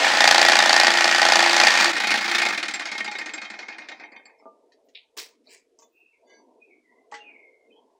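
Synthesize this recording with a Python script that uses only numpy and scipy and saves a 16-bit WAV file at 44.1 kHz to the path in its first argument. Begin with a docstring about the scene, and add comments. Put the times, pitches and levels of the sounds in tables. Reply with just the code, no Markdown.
"""Scroll saw, handled board and a bird

A bench scroll saw cuts plywood, runs free, is switched off and its crank winds down with slowing clacks.
Impulses and noise excite decaying modes of board, arm, blade and frame; filtered noise gives rasp and whirr.
Hands then slide and knock the board (gritty noise and modes) while small metal parts tick.
A bird whistles outside (gliding sines with echoes) over a low murmur; a noise suppressor thins the quiet."""
import sys
import numpy as np
from scipy import signal
from scipy.fft import rfft, irfft, next_fast_len
from scipy.io import wavfile
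from scipy.ndimage import uniform_filter1d

SR = 44100
rng = np.random.default_rng(int(sys.argv[2]) if len(sys.argv) > 2 else 0)


def unload_wav(signal):
    """Save mono or channel-first audio to the path in sys.argv[1] as 16-bit WAV at rate SR, clipped to [-1, 1]."""
    wavfile.write(
        sys.argv[1],
        SR,
        np.round(np.clip(np.atleast_2d(signal).T, -1, 1) * 32767).astype(np.int16),
    )


def gain_from_decibels(decibels):
    """Convert decibel values to linear amplitude factors."""
    exponent = np.asarray(decibels, float) / 20
    return 10 ** exponent


N = 352359
T = np.arange(N) / SR  # time [s]

# crank speed: steady under load, a little faster free, a sharp drop at switch-off, then coasting:
# (time [s], speed [turns/s])
CRANK_SPEED = [(0, 28.69), (1.9, 28.69), (2.49, 28.95), (2.53, 19.89), (2.7, 18.03), (3.1, 14.35),
               (3.5, 11.6), (3.73, 10.0), (3.85, 9.6), (4.2, 7.25), (4.6, 6.9)]
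# modes of the cast frame: (frequency [Hz], relative level [dB], t60 [s])
LOW_FRAME_MODES = [(836, -8, 0.15), (895, -10, 0.15), (1264, -9, 0.04), (1600, -4, 0.04), (1860, 1, 0.08),
                   (2155, 5, 0.09), (2230, 0, 0.05), (2470, 0, 0.07)]  # rung by every blow in the linkage
CLACK_FRAME_MODES = [(4360, 0, .1), (4500, -5, .05), (4850, -4, .07), (5100, -3, .05), (5280, -1, .09),
                     (5670, -7, .07), (6270, -9, .06), (6540, -5, .1), (6940, -10, .06), (7300, -6, .05),
                     (7450, -3, .08), (8390, -13, .06), (10100, -24, .1)]  # rung by the clacks
REBOUND_FRAME_MODES = [(3150, -2, .11), (3570, -3, .07), (3800, -2, .1), (4600, -7, .07), (5900, -10, .06)]  # rung by the rebounds and stray rattles
CUT_ENDS_TURN = 54  # turns of the crank spent cutting
CLACK_TURN = 0.38  # place of the clack on the crank [turns]


def evened(x):
    """Normalisation: scales a signal to an rms of 1."""
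    return x / np.sqrt(np.mean(x ** 2) + 1e-20)


def level(rows, column):
    """Envelope: the gain along one dB column, silent outside the table."""
    rows = np.array(rows)
    return gain_from_decibels(np.interp(T, rows[:, 0], rows[:, column], -200, -200))


def coloured(x, points):
    """Spectral shaping: weights x by (frequency [Hz], level [dB]) points, to an rms of 1."""
    hz, db = np.transpose(points)
    size = next_fast_len(N)
    bins_hz = np.fft.rfftfreq(size, 1 / SR)
    gain = gain_from_decibels(np.interp(np.log(bins_hz + 1), np.log(hz + 1), db))
    return evened(irfft(rfft(x, size) * gain, size)[:N])


def band(x, lo_hz, hi_hz):
    """Band limitation: a steep band-pass, to an rms of 1."""
    sos = signal.butter(3, [lo_hz, hi_hz], "band", fs=SR, output="sos")
    return evened(signal.sosfilt(sos, x))


def ring(x, modes):
    """Modal resonance: convolves the excitation with a sum of exponentially decaying sines."""
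    t = T[:SR // 3]
    response = sum(gain_from_decibels(db - 60 * t / t60) * np.sin(2 * np.pi * hz * t) for hz, db, t60 in modes)
    return signal.oaconvolve(x, response)[:N]


def blows(times, db, rise_s=0., fall_s=1e-5):
    """Impulsive excitation: an envelope rises and falls at each time, by default a single click."""
    train, t = np.zeros(N), T[:SR // 3]
    places = np.clip(np.round(np.asarray(times) * SR).astype(int), 0, N - 1)
    np.add.at(train, places, gain_from_decibels(db))
    rise = np.minimum((t * SR + 1) / (rise_s * SR + 1), 1)
    return signal.oaconvolve(train, rise * np.exp(-t / fall_s))[:N]


def strike(times, db, modes, uneven_db, fall_s, rise_s=0.0019):
    """Contact chatter: each blow is a short lumpy rattle that wakes every mode by a different amount."""
    spread = uneven_db * rng.standard_normal((len(times), len(modes)))
    a, b = rng.standard_normal((2, N))
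    rattle = evened(a * gain_from_decibels(3 * evened(uniform_filter1d(b, size=50))))
    return sum(ring(rattle * blows(times, db + spread[:, k], rise_s, fall_s), [mode])
               for k, mode in enumerate(modes))


def patchy(x, depth_db, bins, frames):
    """Spectral fluctuation: raises and lowers random patches of time and frequency."""
    z = signal.stft(x, nperseg=512)[2]
    patches = uniform_filter1d(rng.standard_normal(z.shape), size=bins, axis=0)
    patches = evened(uniform_filter1d(patches, size=frames, axis=1))
    return evened(signal.istft(z * gain_from_decibels(depth_db * patches), nperseg=512)[1][:N])


def gritty_noise():
    """Stick-slip friction: noise whose loudness fluctuates within milliseconds."""
    lumps = evened(uniform_filter1d(rng.standard_normal(N), size=60))
    return rng.standard_normal(N) * gain_from_decibels(4 * lumps)


def tail(x, t60):
    """Diffuse reverberation: dense reflections decay exponentially, the treble twice as fast."""
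    t = T[:SR // 2]
    a, b = rng.standard_normal((2, len(t))) * (t > .004)
    dull = uniform_filter1d(a, size=5) * gain_from_decibels(-60 * t / t60)
    bright = .8 * b * gain_from_decibels(-60 * t / (.5 * t60))
    taps = dull + bright
    return signal.oaconvolve(x, taps / np.linalg.norm(taps))[:N]


def crank_turns():
    """Kinematics: the turns made by the crank are the integral of its speed."""
    return np.cumsum(np.interp(T, *np.transpose(CRANK_SPEED))) / SR


def at_turns(turns):
    """Inverse kinematics: the times at which the crank reaches given numbers of turns."""
    return np.interp(turns, crank_turns(), T)


def cutting():
    """Periodic impact: each stroke slaps the board down and the arm knocks a third of a turn later."""
    # how hard the board slaps the table as the hands press and ease: (time [s], relative level [dB])
    slap_force = [(0, -8), (.11, -15), (.2, 3), (.44, 0.5), (.53, -1), (.62, -1), (.83, 1.5), (.93, -5),
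                  (1.0, -2.5), (1.13, -4.5), (1.25, 0.5), (1.36, 0), (1.45, -4.5), (1.67, 2), (1.72, -6),
                  (1.85, -1.5), (1.9, -13.5)]
    # while cutting: (time [s], steady board ring [dB], steady arm ring [dB], teeth [dB]), all relative
    cut_levels = [(0.0, -10.5, -21, -18), (0.202, -28, -19.5, -22.5), (0.39, -19, -24.5, -20.5),
                  (1.042, -34, -21.5, -22.5), (1.486, -26.5, -24, -21), (1.656, -20, -19, -20),
                  (1.92, -28.5, -30, -22.5)]
    slap_turn = 0.94  # place on the crank
    slaps = at_turns(np.arange(CUT_ENDS_TURN) + slap_turn)
    chance = rng.standard_normal((len(slaps), 3))
    slap_db = np.interp(slaps, *np.transpose(slap_force)) + 1.2 * chance[:, 0]
    knock_s = slaps + .0122 + .0004 * chance[:, 1]
    knock_db = -5.5 + 0.77 * slap_db + 1.5 * chance[:, 2]
    slapping = blows(slaps - .0022, slap_db, .003, .003)
    knocking = blows(knock_s - .0005, knock_db - 1, .0008, .0014)
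    out = board(slaps, knock_s, knock_db, level(cut_levels, 1)) + table_hum()
    out += arm(slaps, slap_db, knock_s, knock_db, level(cut_levels, 2))
    return out + blade(slapping, knocking) + teeth(slapping, knocking, knock_s, level(cut_levels, 3))


def board(slaps, knock_s, knock_db, steady):
    """Plate modes: drops onto the table and steady noise make the board boom."""
    # the board lifts off the table and drops back: (time [s], relative level [dB])
    thud_force = [(0, -10.5), (.15, -4.5), (.22, 2.5), (.55, -1), (.85, -0.5), (.92, -7.5), (1.05, -1),
                  (1.12, -7), (1.17, -6.5), (1.22, 1), (1.45, -1), (1.5, -4), (1.67, -0.5), (1.72, -16.5),
                  (1.78, -10.5), (1.82, -8), (1.9, -8.5)]
    # modes of the board: (frequency [Hz], relative level [dB], t60 [s])
    board_modes = [(303, -7, 0.15), (588, -7, .06), (657, -7, 0.08), (762, -3, 0.05), (822, 0, 0.07),
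                   (990, -9, 0.06), (1233, -14, 0.05)]
    thud_db = np.interp(slaps, *np.transpose(thud_force))
    thud = blows(slaps - .0005, thud_db, .0004, .0003) + blows(knock_s, knock_db - 8, .0004, .0003)
    boom = 0.03 * ring(band(thud, 630, 2700) * thud.std(), board_modes)
    noise = band(rng.standard_normal(N), 400, 3000)
    return boom + 0.27 * evened(ring(noise, board_modes)) * steady


def table_hum():
    """Harmonic of rotation: the table hums on the twelfth multiple of the crank speed."""
    # (time [s], peak level [dB])
    hum_levels = [(0, -52.5), (.3, -47), (.4, -34), (.72, -39.5), (1.0, -33), (1.15, -36), (1.33, -42.5),
                  (1.38, -29.5), (1.65, -32), (1.72, -44.5), (1.84, -44), (1.88, -25.5), (1.95, -81),
                  (2.3, -37), (2.4, -36.5), (2.5, -39)]
    return np.sin(2 * np.pi * 12 * crank_turns()) * uniform_filter1d(level(hum_levels, 1), size=500)


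def arm(slaps, slap_db, knock_s, knock_db, steady):
    """Beam modes: sharp knocks, slap noise and steady noise ring the saw's arm."""
    # modes of the arm: (frequency [Hz], relative level [dB], t60 [s])
    arm_modes = [(1527, -7.5, 0.046), (1760, -8.5, 0.041), (1838, 3.5, 0.031), (1906, -7, .05),
                 (2133, -2.5, 0.046), (2400, -3.5, 0.042)]
    noise = rng.standard_normal(N)
    hits = 0.6 * blows(knock_s, knock_db, .00006, .00007)
    hits += 0.021 * band(noise, 500, 6000) * blows(slaps - .0015, slap_db, 0.00039, 0.0058)
    return 0.22 * ring(hits, arm_modes) + 0.62 * evened(ring(noise, arm_modes)) * steady


def blade(slapping, knocking):
    """Damped resonance: bursts of noise ring the blade, wider resonances dying sooner."""
    # resonances of the blade: (frequency [Hz], bandwidth [Hz], relative level [dB])
    blade_resonances = [(3630, 420, -6), (4350, 510, -5), (4683, 280, -1), (5200, 300, -8),
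                        (6060, 360, -7.5), (6840, 2000, -27.5), (10000, 600, -18.5)]
    modes = [(hz, db, np.log(1000) / np.pi / width) for hz, width, db in blade_resonances]
    noise = band(rng.standard_normal(N), 1400, 10000)
    return 0.13 * ring(0.62 * noise * (slapping + 0.44 * knocking), modes)


def teeth(slapping, knocking, knock_s, steady):
    """Modulated friction noise: the teeth rasp through the wood and bite on the way down."""
    # spectrum of the rasp: (frequency [Hz], relative density [dB per Hz])
    rasp_spectrum = [(50, -25), (120, -20.5), (200, -35.5), (340, -8.5), (450, -22.5), (800, -3.5),
                     (1150, -4), (1830, 0), (2700, -3.5), (4750, -7), (7500, -15), (10900, -33.5),
                     (12000, -38), (15500, -37)]
    downstroke = .65 + .9 * blows(knock_s, 0., .003, .01)
    rasp = .3 * (slapping + 2.0 * knocking) + 1.01 * downstroke * steady
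    return coloured(rng.standard_normal(N), rasp_spectrum) * rasp


def air():
    """Shaped random noise: a distant low outdoor murmur in drifting patches."""
    # spectrum of the murmur: (frequency [Hz], relative density [dB per Hz])
    murmur_spectrum = [(59, -4.5), (120, 10.5), (190, -13), (248, -5), (331, -6), (453, -0.5), (571, -9),
                       (684, -5), (810, -16), (914, -8), (1800, -43), (2340, -71.5), (3960, -120)]
    # (time [s], rms level [dB])
    murmur_levels = [(4.299, -57), (4.67, -58.5), (5.06, -60.5), (5.39, -58.5), (5.6, -61.5), (6.14, -60.5),
                     (6.32, -56), (6.659, -57.5), (7.29, -56.5), (7.56, -57.5), (7.99, -54)]
    murmur = patchy(coloured(rng.standard_normal(N), murmur_spectrum), 3.5, bins=2, frames=24)
    return murmur * gain_from_decibels(np.interp(T, *np.transpose(murmur_levels)))


def whirr():
    """Rotational noise: bearings and motor whirr, loudest just after each clack."""
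    # bearings and motor: (time [s], low band [dB], middle band [dB], high band [dB]), all relative
    running_levels = [(1.8, -25, -13, -12.5), (1.87, -30, -25.5, -31), (2.34, -29.5, -21, -25.5),
                      (2.66, -35, -30, -34.5), (2.99, -40, -33, -37), (3.78, -44.5, -41.5, -46.5),
                      (4.01, -45.5, -45.5, -50), (4.22, -54.5, -59.5, -101), (4.5, -69, -75.5, -80.5)]
    # spectrum of the whirr: (frequency [Hz], relative density [dB per Hz])
    whirr_spectrum = [(40, -29), (95, -10), (135, 24.5), (200, -17.5), (326, 9), (403, -10), (791, 5.5),
                      (1110, -1.5), (1840, -0.5), (2520, 5), (2810, -23), (4280, -18), (6950, -27),
                      (11500, -51.5), (15500, -38)]
    noise = rng.standard_normal(N)
    frame_modes = LOW_FRAME_MODES + CLACK_FRAME_MODES + REBOUND_FRAME_MODES
    noise = noise + 0.18 * evened(ring(noise, frame_modes))
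    noise = patchy(coloured(noise, whirr_spectrum), 1.83, bins=4, frames=3)
    through = (crank_turns() - CLACK_TURN) % 1  # share of the turn since the clack
    noise *= gain_from_decibels(uniform_filter1d(-13 * through, size=200))  # sags 13 dB through the turn
    bands_hz = [(45, 2560), (1300, 3440), (2900, 20000)]
    return 1.24 * sum(band(noise, *edges) * level(running_levels, k + 1)
                      for k, edges in enumerate(bands_hz))


def linkage():
    """Impact with clearance: slack clacks once a turn, rebounds and rattles; weak blows are duller."""
    # (time [s], bright clack [dB], dull clack [dB], dull rebound [dB]), all relative
    slack_levels = [(1.92, -17, -31, -16.5), (2.04, -15.5, -38, -11), (2.12, -14, -5, -11),
                    (2.232, -17.5, -31, -21), (2.4, -14, -10, -6), (2.5, -17.5, -24, -15),
                    (2.62, -17.5, -22, -27), (3.0, -20, -23, -13.5), (3.4, -23, -25.5, -21.5),
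                    (3.78, -26.5, -22.5, -28.5), (3.89, -25.5, -25, -27), (4.0, -37, -38, -28.5),
                    (4.12, -32.5, -42, -32.5), (4.255, -36.5, -42, -41), (4.4, -47, -69, -56)]
    last_turn = 96
    turns = np.arange(CUT_ENDS_TURN + 1, last_turn) + CLACK_TURN
    chance = rng.standard_normal((len(turns), 8)).T
    clacks = at_turns(turns)
    # a rebound comes 0.439 turn later, or after 41 ms if that is sooner, with some scatter
    rebounds = np.minimum(at_turns(turns + 0.439), clacks + 0.041) + 0.0048 * chance[0]
    rattles = at_turns(turns + .35 + .3 * np.tanh(chance[1]))  # one at a chance place in every turn
    at, *columns = np.transpose(slack_levels)
    bright, dull, back = (np.interp(clacks, at, db) for db in columns)
    soft = bright + 0.092 * (bright - bright.max())  # weak rebounds lose more treble
    times = np.r_[clacks, rebounds, rattles]
    bright_db = np.r_[bright, soft - 3, soft - 5.5] + 1.5 * chance[2:5].ravel()
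    dull_db = np.r_[dull, back, back - 10] + 1.5 * chance[5:].ravel()
    return frame(times, bright_db, dull_db, len(turns)) + crack(times, bright_db)


def frame(times, bright_db, dull_db, clack_count):
    """Modal excitation: short rattling blows, the clacks listed first, ring the cast frame."""
    n = clack_count
    out = 0.014 * strike(times[:n], bright_db[:n], CLACK_FRAME_MODES, 7.0, 0.0021)
    out += 0.0059 * strike(times[n:], dull_db[n:], REBOUND_FRAME_MODES, 3.2, 0.0066)
    return out + 0.041 * strike(times, dull_db, LOW_FRAME_MODES, 2.5, 0.004, rise_s=0.006)


def crack(times, bright_db):
    """Nonlinear contact: the noise burst grows faster than the blow, the top treble fastest."""
    noise = rng.standard_normal(N)
    low = band(band(noise, 1100, 5100), 1500, 9000) * blows(times, 1.8 * bright_db, 0.0022, 0.01)
    high = band(noise, 4200, 10630) * blows(times, 2 * bright_db, 0.001, 0.0075)
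    return 2.0 * low + 0.43 * high


def lone_modes():
    """Free vibration: single modes ring on after a click."""
    # (time [s], level [dB], frequency [Hz], t60 [s])
    free_modes = [(4.387, -64, 5280, .14), (4.427, -68, 4850, .12), (4.455, -55, 1190, .42),
                  (6.246, -70, 4608, .35), (7.1213, -37, 834, .36), (7.14, -41, 1992, .12),
                  (7.14, -50, 4468, .1), (7.14, -63, 6363, .5), (4.72, -62, 1850, .1)]
    return sum(ring(blows(at, db), [(hz, 0, t60)]) for at, db, hz, t60 in free_modes)


def crank_stop():
    """Impact on a resonant body: the crank drops to rest against the bench."""
    # (time [s], relative level [dB])
    stop_blows = [(4.425, -43.5), (4.4565, -33), (4.464, -36), (4.479, -38)]
    # modes of the bench: (frequency [Hz], relative level [dB], t60 [s])
    bench_modes = [(297, -13, .25), (345, -18, .2), (458, -4, .13), (560, -7, .1), (650, 0, .15),
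                   (760, -7, .1), (840, -6, .17), (890, -5, .13), (1190, -9, .3)]
    return 0.1 * ring(blows(*np.transpose(stop_blows), 0.000089, .0001), bench_modes)


def ticks():
    """Lightly damped modes: small metal parts tick, each with a dry puff of noise."""
    # (time [s], relative ring level [dB], dry puff level [dB])
    tick_blows = [(4.72, -66, -54.5), (4.886, -64, -55), (5.792, -63.5, -57), (5.823, -60, -59),
                  (6.2647, -55, -74), (6.295, -49, -61), (6.33, -55, -66), (6.365, -57, -70),
                  (7.141, -60, -45)]
    # modes of the metal parts: (frequency [Hz], relative level [dB], t60 [s])
    tick_modes = [(1168, -9, .3), (1631, -3, .25), (2051, 0, .3), (2200, -6, .2), (2977, -3, .2),
                  (3520, -2, .16), (4090, -5, .15), (4608, -2, .16), (5900, -6, .1), (5965, -2, .26),
                  (6350, -10.5, .16), (6700, -6, .13)]
    times, ring_db, puff_db = np.transpose(tick_blows)
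    puffs = band(rng.standard_normal(N), 1500, 7200) * blows(times, puff_db, 0.0012, 0.023)
    return 0.017 * strike(times, ring_db, tick_modes, 2, .022) + puffs


def airy_hiss():
    """High-band noise: a thin hiss swells and fades."""
    # (start [s], swell [s], fade [s], relative top level [dB])
    hisses = [(4.845, .01, .1, -75), (5.79, .01, .16, -75.5), (5.9, .06, .16, -78)]
    shape = sum(level([(at, db - 10.5), (at + swell, db), (at + swell + fade, db - 17)], 1)
                for at, swell, fade, db in hisses)
    noise = patchy(band(gritty_noise(), 13200, 15500), 1.5, bins=3, frames=10)
    return gain_from_decibels(12) * noise * uniform_filter1d(shape, size=100)


def knocks():
    """Plate impact: each knock of the loose board is a hollow modal ring and a bright gritty puff."""
    # (time [s], puff level [dB], relative ring level [dB], puff centre [Hz], puff width [octaves])
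    board_knocks = [(4.9491, -41, -73.5, 3000, 0.86), (5.1713, -39, -31.5, 2400, 2.9),
                    (5.182, -33.5, -65, 4350, 0.8), (5.4703, -54.5, -46, 4240, 0.24),
                    (5.7888, -55.5, -43.5, 6300, 0.66), (5.82, -58, -45, 6600, 0.29),
                    (7.115, -48.5, -55, 3030, 2.7), (7.122, -41.5, -30, 1840, 0.31),
                    (7.1392, -42, -33.5, 1930, 1.7)]
    # modes of the loose board: (frequency [Hz], relative level [dB], t60 [s])
    loose_modes = [(319, -5, 0.15), (456, 1, 0.28), (627, 6, 0.089), (923, 8, 0.06), (1116, 3, 0.13)]
    times, _, hollow_db, *_ = np.transpose(board_knocks)
    out = 0.036 * strike(times, hollow_db, loose_modes, 0.56, 0.0018)
    t = T[:SR // 3]
    for at, db, _, hz, octaves in board_knocks:
        a, b = rng.standard_normal((2, len(t)))
        grit = a * gain_from_decibels(4 * evened(uniform_filter1d(b, size=40)))
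        half = 2 ** (octaves / 2)
        puff = band(grit, hz / half, min(hz * half, 16000))
        part = out[round(at * SR):][:len(t)]
        part += gain_from_decibels(db - 60 * t / 0.21) * puff  # t60 0.21 s
    return out


def slides():
    """Sliding friction: the edge of the board rubs, a gritty noise that swells and fades."""
    # (start [s], swell [s], fade [s], top level [dB])
    strokes = [(5.168, 0.013, 0.18, -35), (5.442, 0.092, 0.24, -48.5)]
    # spectrum of the rubbing: (frequency [Hz], relative density [dB per Hz])
    rub_spectrum = [(240, -28), (400, 4), (552, -9), (673, -7), (1360, -13.5), (2290, 0.5), (3210, -10),
                    (4920, -4.5), (8000, -8), (10000, -14.5), (12500, -17), (15500, -12.5)]
    shape = sum(level([(at, db - 14), (at + swell, db), (at + swell + fade, db - 39)], 1)
                for at, swell, fade, db in strokes)
    noise = patchy(coloured(gritty_noise(), rub_spectrum), 1.9, bins=3, frames=8)
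    return noise * uniform_filter1d(shape, size=100)


def bird():
    """Frequency modulation: hoarse whistles arch and glide, heard mostly through echoes across the yard."""
    # (start [s], length [s], first pitch [Hz], last pitch [Hz], arch [Hz], relative top level [dB])
    notes = [(5.912, 0.356, 2510, 2400, 241, -59.5), (6.114, 0.073, 2420, 2170, 2.5, -60),
             (6.601, 0.1, 2494, 2428, 58, -56.5), (6.692, 0.053, 2236, 2205, -3, -54.5),
             (6.819, 0.39, 2044, 2020, 6, -63.5), (7.191, 0.47, 2860, 2105, 0.5, -50.5),
             (7.68, 0.062, 2465, 2460, 53, -62.5), (7.708, .05, 3060, 3030, -3.5, -64.5),
             (7.749, 0.067, 3150, 3090, 63, -61.5)]
    out = np.zeros(N)
    a, b = rng.standard_normal((2, N))
    warble = 1 + 0.028 * evened(uniform_filter1d(a, size=200))
    for at, length, first_hz, last_hz, arch_hz, db in notes:
        u = np.clip((T - at) / length, 0, 1)  # share of the note gone by
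        glide = (first_hz - last_hz) * np.exp(-u / 0.2)
        hz = last_hz + glide + arch_hz * np.sin(np.pi * u)
        shape = level([(at, db - 1), (at + 0.23 * length, db), (at + length, db - 23.5)], 1)
        out += uniform_filter1d(shape, size=600) * np.sin(2 * np.pi * np.cumsum(hz * warble) / SR)
    out *= gain_from_decibels(3.5 * evened(uniform_filter1d(b, size=250)))  # hoarseness
    return 0.24 * out + tail(out, 0.38)


def scene():
    """Superposition: saw and hands reverberate in the workshop, bird and murmur add from outside."""
    near = cutting() + whirr() + linkage() + lone_modes() + crank_stop()
    near += ticks() + airy_hiss() + knocks() + slides()
    room = gain_from_decibels(-14) * tail(near, 0.2)
    return (near + room + bird() + air())[None]


def suppressed(x):
    """Spectral expansion: weak bins are lowered by up to 21 dB while strong narrow lines pass."""
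    threshold_db, slope, release_db_per_s = -74.0, 1.9, 99
    z = signal.stft(x, nperseg=512, noverlap=384)[2]
    power = uniform_filter1d(abs(z) ** 2, size=9, axis=2)
    power_db = 10 * np.log10(uniform_filter1d(power, size=2, axis=1) + 1e-16)
    # the followed power rises at once and falls at the release rate
    fall = np.arange(z.shape[2]) * 128 / SR * release_db_per_s
    power_db = np.maximum.accumulate(power_db + fall, axis=2) - fall
    z = z * gain_from_decibels(-np.clip(slope * (threshold_db - power_db), 0, 21))
    return signal.istft(z, nperseg=512, noverlap=384)[1][:, :N]


def roll_off(x):
    """The treble ends steeply here."""
    return signal.sosfilt(signal.butter(12, 16350, fs=SR, output="sos"), x)


def record(dry):
    """Channel limits: high-pass, suppressor, overload clipping, low-pass and faint hiss."""
    x = signal.sosfilt(signal.ellip(5, .5, 30, 198, "high", fs=SR, output="sos"), dry)
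    x = np.clip(suppressed(x), -1, 1)
    x = signal.sosfilt(signal.ellip(9, .3, 70, 15750, fs=SR, output="sos"), x)
    hiss = gain_from_decibels(-77) * uniform_filter1d(rng.standard_normal(x.shape), size=3, axis=1)
    return roll_off(x + hiss)


dry = scene()
out = record(dry)
unload_wav(out)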